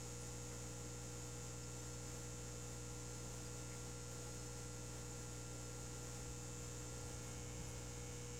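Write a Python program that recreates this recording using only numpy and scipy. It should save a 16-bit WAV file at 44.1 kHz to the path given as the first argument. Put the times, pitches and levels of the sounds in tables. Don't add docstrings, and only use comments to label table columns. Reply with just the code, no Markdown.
import sys
import numpy as np
from scipy import signal
from scipy.fft import rfft, irfft, next_fast_len
from scipy.io import wavfile

SR = 44100
rng = np.random.default_rng(int(sys.argv[2]) if len(sys.argv) > 2 else 0)


def decibels_to_gain(level_db):
    exponent = np.asarray(level_db, float) / 20
    return 10 ** exponent


def log_audio(samples):
    frames = np.atleast_2d(samples).T
    limited = np.clip(frames, -1, 1)
    pcm = np.round(limited * 32767).astype(np.int16)
    wavfile.write(sys.argv[1], SR, pcm)


N = 369999


def in_time(rows):
    s, *columns = np.transpose(rows)
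    return [np.interp(np.arange(N) / SR, s, column) for column in columns]


def at_hz(points, hz):
    point_hz, db = np.transpose(points)
    return np.interp(np.log(hz + 1), np.log(point_hz), db)


def blend(still, busy, share):
    return still + (busy - still) * share


def rms_one(x):
    return x / np.sqrt(np.mean(x ** 2) + 1e-20)


def drift(rate):
    r = np.exp(-200 * np.pi * rate / SR)
    slow = signal.lfilter([1], [1, -2 * r, r * r], rng.standard_normal(N // 100 + 2002))[2000:]
    return np.interp(np.arange(N) / 100, np.arange(len(slow)), rms_one(slow - slow.mean()))


def band(low_hz, high_hz, count, order=8):
    hz = np.arange(count // 2 + 1) * SR / count
    off = abs(2 * hz - low_hz - high_hz) / (high_hz - low_hz)
    gain = np.exp(-np.minimum(off, 10) ** order / 2)
    return rms_one(irfft(rfft(rng.standard_normal(count)) * gain, count))


def bursts(rows, attack, order, power=2):
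    out = np.zeros(N)
    for s, length, low_hz, high_hz, db in rows:
        count = int(length * SR)
        start = max(int(s * SR) - count // 2, 0)
        angle = np.interp(np.arange(count) / count, [0, attack, 1], [0, np.pi / 2, np.pi])
        noise = rms_one(band(low_hz, high_hz, count=2 ** 15, order=order)[:count])
        out[start:start + count] += decibels_to_gain(db) * np.sqrt(2) * np.sin(angle) ** power * noise
    return out


def looped(order, gain, turns, phase):
    size = 2 ** 14
    tones = np.zeros(size // 2 + 1, complex)
    tones[order] = gain * np.exp(2j * np.pi * turns)
    stroke = irfft(tones) * size / np.sqrt(2)
    return np.interp(phase * size, np.arange(size + 1), np.append(stroke, stroke[0]))


MAINS_HZ = 60.028
# (multiple of the mains [1], level [dB rms])
PUMP_TONES = [(1, -59), (2, -54.5), (3, -65), (4, -72.5), (5, -65), (6, -80), (7, -76), (8, -61.5),
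              (9, -69.5), (10, -82), (11, -89), (12, -91), (13, -78.5), (14, -73), (15, -83), (16, -82),
              (17, -81), (18, -79), (19, -83.5), (20, -90.5), (21, -80.5), (22, -82.5), (23, -69.5),
              (24, -79.5), (25, -93), (26, -87), (27, -82.5), (28, -83), (29, -81.5), (30, -84),
              (31, -84), (32, -85), (33, -79), (34, -83), (36, -87), (37, -81), (38, -93), (40, -85),
               (42, -84), (44, -76), (45, -85), (46, -88), (47, -84), (50, -86), (51, -92), (52, -85),
               (53, -84), (60, -81), (61, -84), (62, -83), (70, -78), (75, -84), (76, -83), (77, -85),
               (83, -79), (86, -78), (92, -79), (93, -79), (98, -79), (99, -78),
              (106, -75), (107, -78), (108, -74), (109, -77), (110, -72), (111, -73), (112, -78),
                 (115, -71), (116, -76), (117, -73), (118, -78), (119, -77), (120, -71), (121, -71),
                 (122, -71), (124, -72), (125, -78), (126, -73), (129, -74), (132, -75), (136, -72),
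                 (137, -78), (141, -78), (156, -85), (158, -88), (160, -86), (165, -86), (169, -89),
                 (177, -88), (186, -91)]
# (frequency [Hz], level per tone [dB rms])
CHATTER_TREND = [(1800, -91), (3000, -88), (4200, -90), (5500, -82), (6800, -83.5), (8200, -81.5),
                 (9000, -92.5), (10500, -96), (12000, -101), (14500, -107)]
# (multiple of the mains [1], pose 0 [dB], pose 2 [dB], pose 3 [dB])
POSE_CHANGES = [(8, 0, -1, 2), (9, -1, 0, -5), (16, 0, 2, -9), (23, -1, -4, -10), (33, 0, -5, -3),
                (36, 7, 14, 7), (38, 5, 10, 17), (44, 0, -12, 0), (51, 2, 14, 12), (70, 0, -3, -12),
                (83, 0, 1, -12), (115, -3, -2, -2), (116, 7, 3, 0), (136, -6, -7, -10), (60, 1, -2, -4),
                (86, 0, -2, -3), (126, 0, 0, -2), (129, 2, 0, -3), (132, 0, -3, -5), (177, 5, -4, -7)]
# (pose 0 [dB], pose 1 [dB], pose 2 [dB], pose 3 [dB])
GLASS_LIFT_DB = (0, 0, 5, 5)


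def pumps(pose, sway):
    order = np.arange(1, 251)
    hz = order * MAINS_HZ
    scatter_db = np.clip(1.9 * rng.standard_normal(len(order)), -12, 4)
    level_db = at_hz(CHATTER_TREND, hz) + scatter_db
    for multiple, db in PUMP_TONES:
        level_db[int(multiple) - 1] = db

    change_db = 5 * rng.standard_normal((4, len(order))) * np.minimum(hz / 6000, 1)
    change_db = np.minimum(change_db, 2)
    change_db += np.outer(GLASS_LIFT_DB, (hz > 2050) & (hz < 3100))
    change_db[1] = 0
    for multiple, *db in POSE_CHANGES:
        change_db[[0, 2, 3], int(multiple) - 1] = db

    phase = (MAINS_HZ * np.arange(N) / SR + 0.00088 * drift(0.67)) % 1
    turns = rng.random((4, len(order)))
    turns[0, :3] = 0
    held = np.zeros(N)
    for k in range(4):
        share = np.maximum(1 - abs(pose - k), 0)
        held += share * looped(order, decibels_to_gain(level_db + change_db[k]), turns[0], phase)

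    reach = np.minimum(hz / 1500, 1)
    stray = sum(drift(0.49) * looped(order, decibels_to_gain(level_db) * reach, start, phase) for start in turns[1:])
    return held + sway * stray / np.sqrt(3)


# (frequency [Hz], level [dB rms])
SLIPPING_MOTORS = [(39.8, -75), (47.4, -83.5), (86.9, -84.5), (159.3, -71), (200.4, -78), (230.2, -72),
                   (262.2, -75.5), (637.0, -84.5), (806.0, -80.5), (936.1, -81), (995.5, -86),
                   (1552.7, -85)]


def motors():
    t = np.arange(N) / SR
    out = np.zeros(N)
    for hz, db in SLIPPING_MOTORS:
        level = np.sqrt(2) * decibels_to_gain(db + drift(1.3))
        out += level * np.sin(2 * np.pi * (hz * t + rng.random()) + 0.39 * drift(0.8))
    return out


# (time [s], low edge
# [Hz], high edge [Hz], level [dB rms])
TOUCHES = [(.23, 8500, 10500, -67), (.54, 1200, 2200, -68), (1.65, 4900, 5600, -68),
           (3.478, 4700, 5000, -70), (3.735, 1900, 2300, -68), (4.132, 11500, 15600, -75),
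           (5.128, 6850, 7250, -62), (6.3, 46, 60, -65), (7.25, 11000, 14500, -78), (7.4, 200, 225, -69),
           (7.8, 42, 60, -65), (7.63, 150, 190, -62), (7.7, 9900, 11400, -70)]


def touches():
    rows = [(s, 0.07 + 16 / low, low, high, db) for s, low, high, db in TOUCHES]
    return bursts(rows, attack=0.3, order=2)


def grip_rumble(moving):
    noise = band(52, 98, count=N) + 0.34 * band(98, 900, count=N)
    return decibels_to_gain(blend(-85, -62.5, moving)) * noise


GLASS_FACING = (.3, 0.98, 1.3, .6)


def glass_reflection(pose, moving):
    near = moving * np.interp(pose, [1, 2, 2.5, 3], GLASS_FACING)
    noise = band(2100, 2400, count=N) + 0.88 * band(2600, 3100, count=N) + 1.2 * band(3100, 6300, count=N)
    return decibels_to_gain(blend(-85, -80, near)) * noise


# (frequency [Hz], density [dB per Hz])
NOISE_FLOOR = [(25, -99.1), (36, -88), (70, -93.5), (140, -92.5), (300, -91.5), (550, -91.5), (1000, -98),
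               (2000, -102.7), (4000, -105.0), (5300, -100.9), (6900, -93.5), (8300, -102.0),
               (10500, -109.4), (15500, -114.7)]
# (frequency [Hz], width [Hz], lift [dB])
RESONANCES = [(4600, 220, -3.5), (26, 14, -5), (47, 13, 6.5), (83, 10, 7.5), (255, 15, -4.5), (317, 14, 6),
              (420, 30, 2.5), (590, 20, -10), (720, 23, -6.5), (824, 27, 5.5), (103, 9.6, -4.5),
              (523, 19, 3), (15100, 730, 3)]


def water_and_air():
    size = next_fast_len(N)
    hz = np.arange(size // 2 + 1) * SR / size
    db = at_hz(NOISE_FLOOR, hz)
    for centre, width, top_db in RESONANCES:
        db = db + top_db / (1 + (2 * (hz - centre) / width) ** 2)
    noise = irfft(rfft(rng.standard_normal(size)) * decibels_to_gain(db) * np.sqrt(SR / 2), size)[:N]
    return noise * decibels_to_gain(0.94 * drift(5.4))


# (time [s], centre [Hz])
FLICKERS = [(.037, 5000), (.289, 7300), (.313, 8600), (.916, 8600), (1.451, 7700), (1.472, 4700),
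            (1.59, 9000), (1.8, 6300), (1.938, 5700), (2.078, 5500), (2.262, 7500), (3.008, 7200),
            (3.191, 5700), (4.332, 4700), (4.4, 10300), (4.401, 5700), (4.471, 6300), (4.7, 9000),
            (4.728, 4700), (4.747, 10300), (5.655, 5700), (6.654, 5700), (6.885, 6300), (6.885, 8200),
            (7.65, 5700)]


def flickers():
    frame, frame_start, faint = 1024, 494, 17
    s, hz = np.transpose(FLICKERS)
    s = np.append(s, rng.choice(s, faint, replace=False))
    hz = np.append(hz, rng.uniform(11700, 15200, faint))
    s = (np.round((s * SR - frame_start) / frame) * frame + frame_start) / SR
    width = 0.24 * np.minimum(hz, 7000)
    db = at_hz(NOISE_FLOOR, hz) + 10 * np.log10(width) - 1.5
    length = np.full(len(s), 0.034)
    return bursts(zip(s, length, hz - width / 2, hz + width / 2, db), attack=0.5, order=30, power=1)


# (time [s], pose [0-3, held at the ends], movement [0-1])
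HAND = [(0, -2.5, .05), (2.5, 0, 0), (3.4, 1, 0.1), (6, 0.5, 0), (6.5, 0, 0.5), (7.05, 1, 1), (7.3, 1.9, 1),
        (7.55, 2.5, 0.95), (7.85, 1.6, 1), (8.1, 2.5, 1.0), (8.25, 2.5, 0.6), (8.4, 5, 0.5)]


def scene():
    pose, moving = in_time(HAND)
    pose = np.clip(pose, 0, 3)
    sway = blend(0.15, 0.22, moving)
    machines = pumps(pose, sway) + motors()
    handling = touches() + grip_rumble(moving)
    mono = machines + handling + glass_reflection(pose, moving) + water_and_air()
    return np.stack([mono, mono])


def top_cut(x):
    return signal.sosfilt(signal.butter(12, 15710, fs=SR, output="sos"), x)


def record(dry):
    offset = -0.001
    mix = dry + offset + flickers() * [[1], [-1]]
    return top_cut(mix)


dry = scene()
out = record(dry)
log_audio(out)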